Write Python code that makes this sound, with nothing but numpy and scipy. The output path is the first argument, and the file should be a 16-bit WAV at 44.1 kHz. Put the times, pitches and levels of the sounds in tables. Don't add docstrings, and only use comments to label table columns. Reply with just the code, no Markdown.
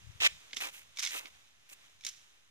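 import sys
import numpy as np
from scipy import signal
from scipy.fft import rfft, irfft, next_fast_len
from scipy.io import wavfile

SR = 44100
rng = np.random.default_rng(int(sys.argv[2]) if len(sys.argv) > 2 else 0)


def linear_from_db(decibels):
    return 10 ** (np.asarray(decibels, float) / 20)


def master(y):
    cut = np.clip(np.atleast_2d(y).T, -1, 1)
    pcm = np.round(cut * 32767)
    wavfile.write(sys.argv[1], SR, pcm.astype(np.int16))


N = 110250
T = np.arange(N) / SR
HZ = np.fft.rfftfreq(next_fast_len(N + 4096), 1 / SR)


def evened(x):
    return x / np.sqrt(np.mean(np.atleast_2d(x).mean(0) ** 2) + 1e-20)


def read(points, hz, axis=1):
    p = np.array(points, float)
    return np.interp(np.log(hz + 1), np.log(p[:, 0] + 1), p[:, axis])


def curve_gain(tables, axis):
    gains = []
    for table in tables:
        curve = np.array(table)
        gains.append(linear_from_db(np.interp(T, curve[:, 0], curve[:, axis], -200, -200)))
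    return sum(gains)


def coloured(x, points):
    level_db = read(points, abs(np.fft.fftfreq(4096, 1 / SR)))
    log_gain = np.log(linear_from_db(np.maximum(level_db, -90)))
    spectrum = np.exp(np.conj(signal.hilbert(log_gain)))
    taps = np.fft.ifft(spectrum).real[:2048]
    return signal.oaconvolve(x, taps[None], axes=1)[:, :N]


def band(x, lo_hz, hi_hz):
    sos = signal.butter(3, [lo_hz, min(hi_hz, 20000)], "band", fs=SR, output="sos")
    return signal.sosfilt(sos, x)


def ports(pair, table):
    first, second = rfft(pair, 2 * len(HZ) - 2)
    same = np.clip(read(table, HZ), 0, 1)
    turned = first * np.exp(1j * read(table, HZ, axis=3))
    blend = same * turned + np.sqrt(1 - same ** 2) * second
    left = linear_from_db(read(table, HZ, axis=2)) * blend
    return irfft(np.array([left, first]))[:, :N]


def grit(per_s, spread_db, smooth):
    size_db = spread_db * np.minimum(rng.exponential(1, N), 3.2)
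    size = linear_from_db(size_db) * (rng.random(N) < per_s / SR)
    bursts = np.sqrt(abs(signal.lfilter([1], [1, -.96], size ** 2)))
    smooth = np.clip(smooth, 0, 1)
    roughness = smooth + (1 - smooth) * evened(bursts)
    return roughness * rng.standard_normal((2, N))


# (time [s], level [dB], bass re level [dB])
SKIDS = [
    [(.202, -46.5, -20), (.22, -36, -9), (.25, -31.5, -13), (.269, -30, -17.5), (.2755, -38, -14)],
    [(.604, -42, -10), (.65, -44.5, -6), (.69, -49.5, -5.5), (.706, -60, -11)],
    [(.71, -68, -19.5), (.74, -56.5, -10.5), (.79, -60, -11.5), (.84, -71, -18)],
    [(1.107, -48, -19), (1.145, -44, -10.5), (1.154, -44, -3), (1.194, -45, -22), (1.2, -57, -2),
     (1.29, -66, -3.5)],
    [(1.69, -66, -30), (1.712, -66.5, -2.5), (1.734, -57.5, -16), (1.755, -88, -19)],
]
SKID_FIZZ = [-7.5, 0, 5.5, 2, 8]
# (frequency [Hz], density [dB per Hz])
SKID_COLOUR = [(120, -38.5), (300, -9.5), (1300, -5), (2600, 5.5), (7000, -7.5), (11000, -16), (16000, -13)]
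# (rate [stones per s], size spread [dB], share of smooth hiss [0-1])
SKID_GRIT = (1700, 4.0, .4)
SKID_BANDS = (150, 1300, 8500, 18000)
# (frequency [Hz], likeness [0-1], left minus right [dB], left lead [rad])
SKI_PORTS = [(250, .97, -6, -3.0), (1200, .88, -4.5, -2.25), (2200, .93, 1, -2.9), (3500, .88, -4, -3.0),
             (6500, .6, -7.5, -2.2), (9000, .35, -.5, -2.6)]
ACROSS_PORTS = [(hz, same, db, lead + 0.64 * min(hz / 2200, 1)) for hz, same, db, lead in SKI_PORTS]


def skids():
    stones = coloured(grit(*SKID_GRIT), SKID_COLOUR)
    bass_curves = [[(s, db + low) for s, db, low in curve] for curve in SKIDS]
    bass = curve_gain(bass_curves, axis=1)
    body = curve_gain(SKIDS, axis=1)
    fizz = sum(linear_from_db(db) * curve_gain([curve], axis=1) for curve, db in zip(SKIDS, SKID_FIZZ))
    edges = list(zip(SKID_BANDS, SKID_BANDS[1:]))

    def heard(table):
        x = ports(stones, table)
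        return sum(gain * evened(band(x, *edge)) for gain, edge in zip((bass, body, fizz), edges))

    second_push_s = SKIDS[1][0][0]
    return np.where(T < second_push_s, heard(SKI_PORTS), heard(ACROSS_PORTS))


# (time [s], level [dB], upper band re level [dB])
STRIKES = [(0.5086, -37.5, -19), (0.5312, -23.5, -30), (0.5683, -17.5, -11), (0.9712, -26.5, -2.5),
           (0.9864, -21, -6), (0.9928, -22.5, 6), (1.026, -24.5, 1), (1.0315, -22, 2.5),
           (1.0387, -19.5, -11), (1.0497, -20.5, -2), (1.0618, -17, -8), (1.0717, -19.5, -2.5),
           (1.256, -30, -24), (1.269, -35, -18), (1.6975, -49, 8), (2.0088, -39.5, -4), (2.0373, -34, -16),
           (2.0488, -28, 6.5), (2.0654, -24.5, 6.5), (2.0881, -42, 20)]
# (time [s], level [dB])
DRAGS = [
    [(.524, -67), (.55, -49.5), (.557, -71), (.567, -39), (.603, -51)],
    [(.96, -60), (.985, -50), (1.003, -36.5), (1.013, -46), (1.03, -38), (1.07, -42), (1.11, -43.5)],
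    [(1.998, -74), (2.045, -58), (2.075, -43.5), (2.115, -57.5), (2.25, -69)],
]
# (rate [stones per s], size spread [dB], share of smooth hiss [0-1])
DRAG_GRIT = (1200, 2.8, .5)
# (frequency [Hz], density [dB per Hz])
POLE_COLOUR = [(300, -36), (1200, -12), (2300, -5.5), (5500, -2), (10000, -11.5), (16000, -18)]
# (frequency [Hz], level [dB])
POLE_MODES = [(2250, -12), (3650, -14), (5400, -12), (6400, -14.5)]
# (frequency [Hz], likeness [0-1], left minus right [dB], left lead [rad])
POLE_PORTS = [(1560, 1, -9.5, -2), (2300, 0.19, -5, -1.44), (3700, 0.71, -3, -0.81),
              (6700, 0.28, -4.5, -1.6)]


def poles():
    rise_s, crack_t60_s, crunch_t60_s, ring_t60_s = .0005, .006, .03, .03
    crunch_db, split_hz = -1, 4400
    t = T[:4000]
    lower, upper = np.zeros((2, 2, N + 4000))
    rise = 1 - np.exp(-(t / rise_s) ** 2)
    crack = linear_from_db(-60 * t / crack_t60_s)
    crunch = linear_from_db(crunch_db - 60 * t / crunch_t60_s)
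    for s, level_db, upper_db in STRIKES:
        noise = rise * (crack + crunch) * rng.standard_normal((2, len(t)))
        burst = coloured(noise, POLE_COLOUR)[:, :len(t)]
        detune = rng.uniform(0.92, 1.06, (len(POLE_MODES), 2, 1))
        ring = sum(linear_from_db(db) * np.sin(2 * np.pi * hz * d * t) for (hz, db), d in zip(POLE_MODES, detune))
        hit = burst / abs(burst).max() + ring * rise * linear_from_db(-60 * t / ring_t60_s)
        at = round(s * SR)
        lower[:, at:at + len(t)] += linear_from_db(level_db) * hit
        upper[:, at:at + len(t)] += linear_from_db(level_db + upper_db) * hit
    struck = band(lower[:, :N], 110, split_hz) + band(upper[:, :N], split_hz, 20000)
    rasp = evened(ports(coloured(grit(*DRAG_GRIT), POLE_COLOUR), POLE_PORTS))
    return ports(struck, POLE_PORTS) + curve_gain(DRAGS, axis=1) * rasp


# (time [s], peak before the ports [dB])
KNOCKS = [(0.534, -46.5), (.567, -42), (1.248, -45), (1.714, -55.5), (2.049, -49)]


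def knocks():
    centre_hz, t60_s = 307, 0.072
    t, out = T[:4000], np.zeros((2, N + 4000))
    for s, peak_db in KNOCKS:
        noise = linear_from_db(-60 * t / t60_s) * rng.standard_normal((2, len(t)))
        puff = band(noise, centre_hz / 2, centre_hz * 2)
        at = round(s * SR)
        out[:, at:at + len(t)] += linear_from_db(peak_db) * puff / abs(puff).max()
    return ports(out[:, :N], SKI_PORTS)


# (frequency [Hz], t60 [s])
ECHO_T60 = [(2000, 0.27), (14000, 0.66)]
DIFFUSE = 0.56
# (frequency [Hz], likeness [0-1], left minus right [dB], left lead [rad])
FAR_PORTS = [(hz, same * DIFFUSE, db * DIFFUSE, lead) for hz, same, db, lead in ACROSS_PORTS]


def trees(x):
    start_s = 0.0071
    hz, t, z = signal.stft(rng.standard_normal((2, SR // 2)), SR, nperseg=256)
    decay = linear_from_db(-60 * t / read(ECHO_T60, hz)[:, None])
    tail = signal.istft(z * decay, SR, nperseg=256)[1]
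    tail = np.pad(tail / np.linalg.norm(tail[0]), ((0, 0), (round(start_s * SR), 0)))
    return ports(signal.fftconvolve(x[1:], tail, axes=1)[:, :N], FAR_PORTS)


# (time [s], level [dB])
ROLL = [(0, -64.5), (.45, -61.5), (.9, -65.5), (1.35, -64), (1.58, -70), (1.85, -63.5), (1.97, -69),
        (2.25, -66.5), (2.5, -71)]
# (frequency [Hz], density [dB per Hz])
ROLL_COLOUR = [(120, -5), (600, -5.5), (3650, 0.5), (4200, -2.5), (7000, -5.5), (16000, -14)]
# (rate [stones per s], size spread [dB], share of smooth hiss [0-1])
ROLL_GRIT = (3000, 2.5, .7)


def rolling():
    hiss = ports(coloured(grit(*ROLL_GRIT), ROLL_COLOUR), FAR_PORTS)
    return curve_gain([ROLL], axis=1) * evened(hiss)


# (time [s], left level [dB], right level [dB])
WIND = [(0, -67, -61), (.09, -58.5, -72), (.25, -73.5, -74), (.36, -64, -75), (.42, -88, -78),
        (1.9, -82.5, -87), (2.0, -76, -69), (2.1, -90, -78), (2.5, -83, -88)]
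# (frequency [Hz], density [dB per Hz])
WIND_COLOUR = [(15, -20.5), (65, 3), (110, 3), (180, -6.5), (600, -51)]


def wind():
    gusts_per_s, lumpy_db = 22, 4.5
    count = round(gusts_per_s * N / SR) + 2
    knots = np.arange(count) / gusts_per_s
    lumps = np.array([np.interp(T, knots, rng.standard_normal(count)) for _ in range(2)])
    rumble = evened(coloured(rng.standard_normal((2, N)), WIND_COLOUR))
    gains = [curve_gain([WIND], axis=1), curve_gain([WIND], axis=2)]
    return rumble * linear_from_db(lumpy_db * lumps) * gains


# (time [s], envelope peak [dB])
BUFFETS = [(.047, -48), (.075, -40), (0.099, -38), (.158, -44.5), (.208, -47.5)]


def buffets():
    width_s = 0.0067
    thuds = np.zeros(N)
    for s, peak_db in BUFFETS:
        hz = 99.3 * rng.uniform(.8, 1.1)
        tone = np.sin(2 * np.pi * (hz * T + rng.random()))
        thuds += linear_from_db(peak_db) * np.exp(-((T - s) / width_s) ** 2) * tone
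    return np.array([thuds, np.zeros(N)])


def scene():
    skier = skids() + poles() + knocks()
    echo = linear_from_db(-21.5) * trees(skier)
    return skier + echo + rolling() + wind() + buffets()


def band_limit(x):
    return signal.sosfilt(signal.butter(12, 16410, fs=SR, output="sos"), x)


# (frequency [Hz], gain [dB])
MIC_COLOUR = [(3800, 0), (4500, -4), (6500, 2.5), (7800, -3.5), (15400, -8.5), (16000, -40)]


def record(dry):
    offset = -.000354
    mix = coloured(dry, MIC_COLOUR) + offset
    return band_limit(mix)


dry = scene()
out = record(dry)
master(out)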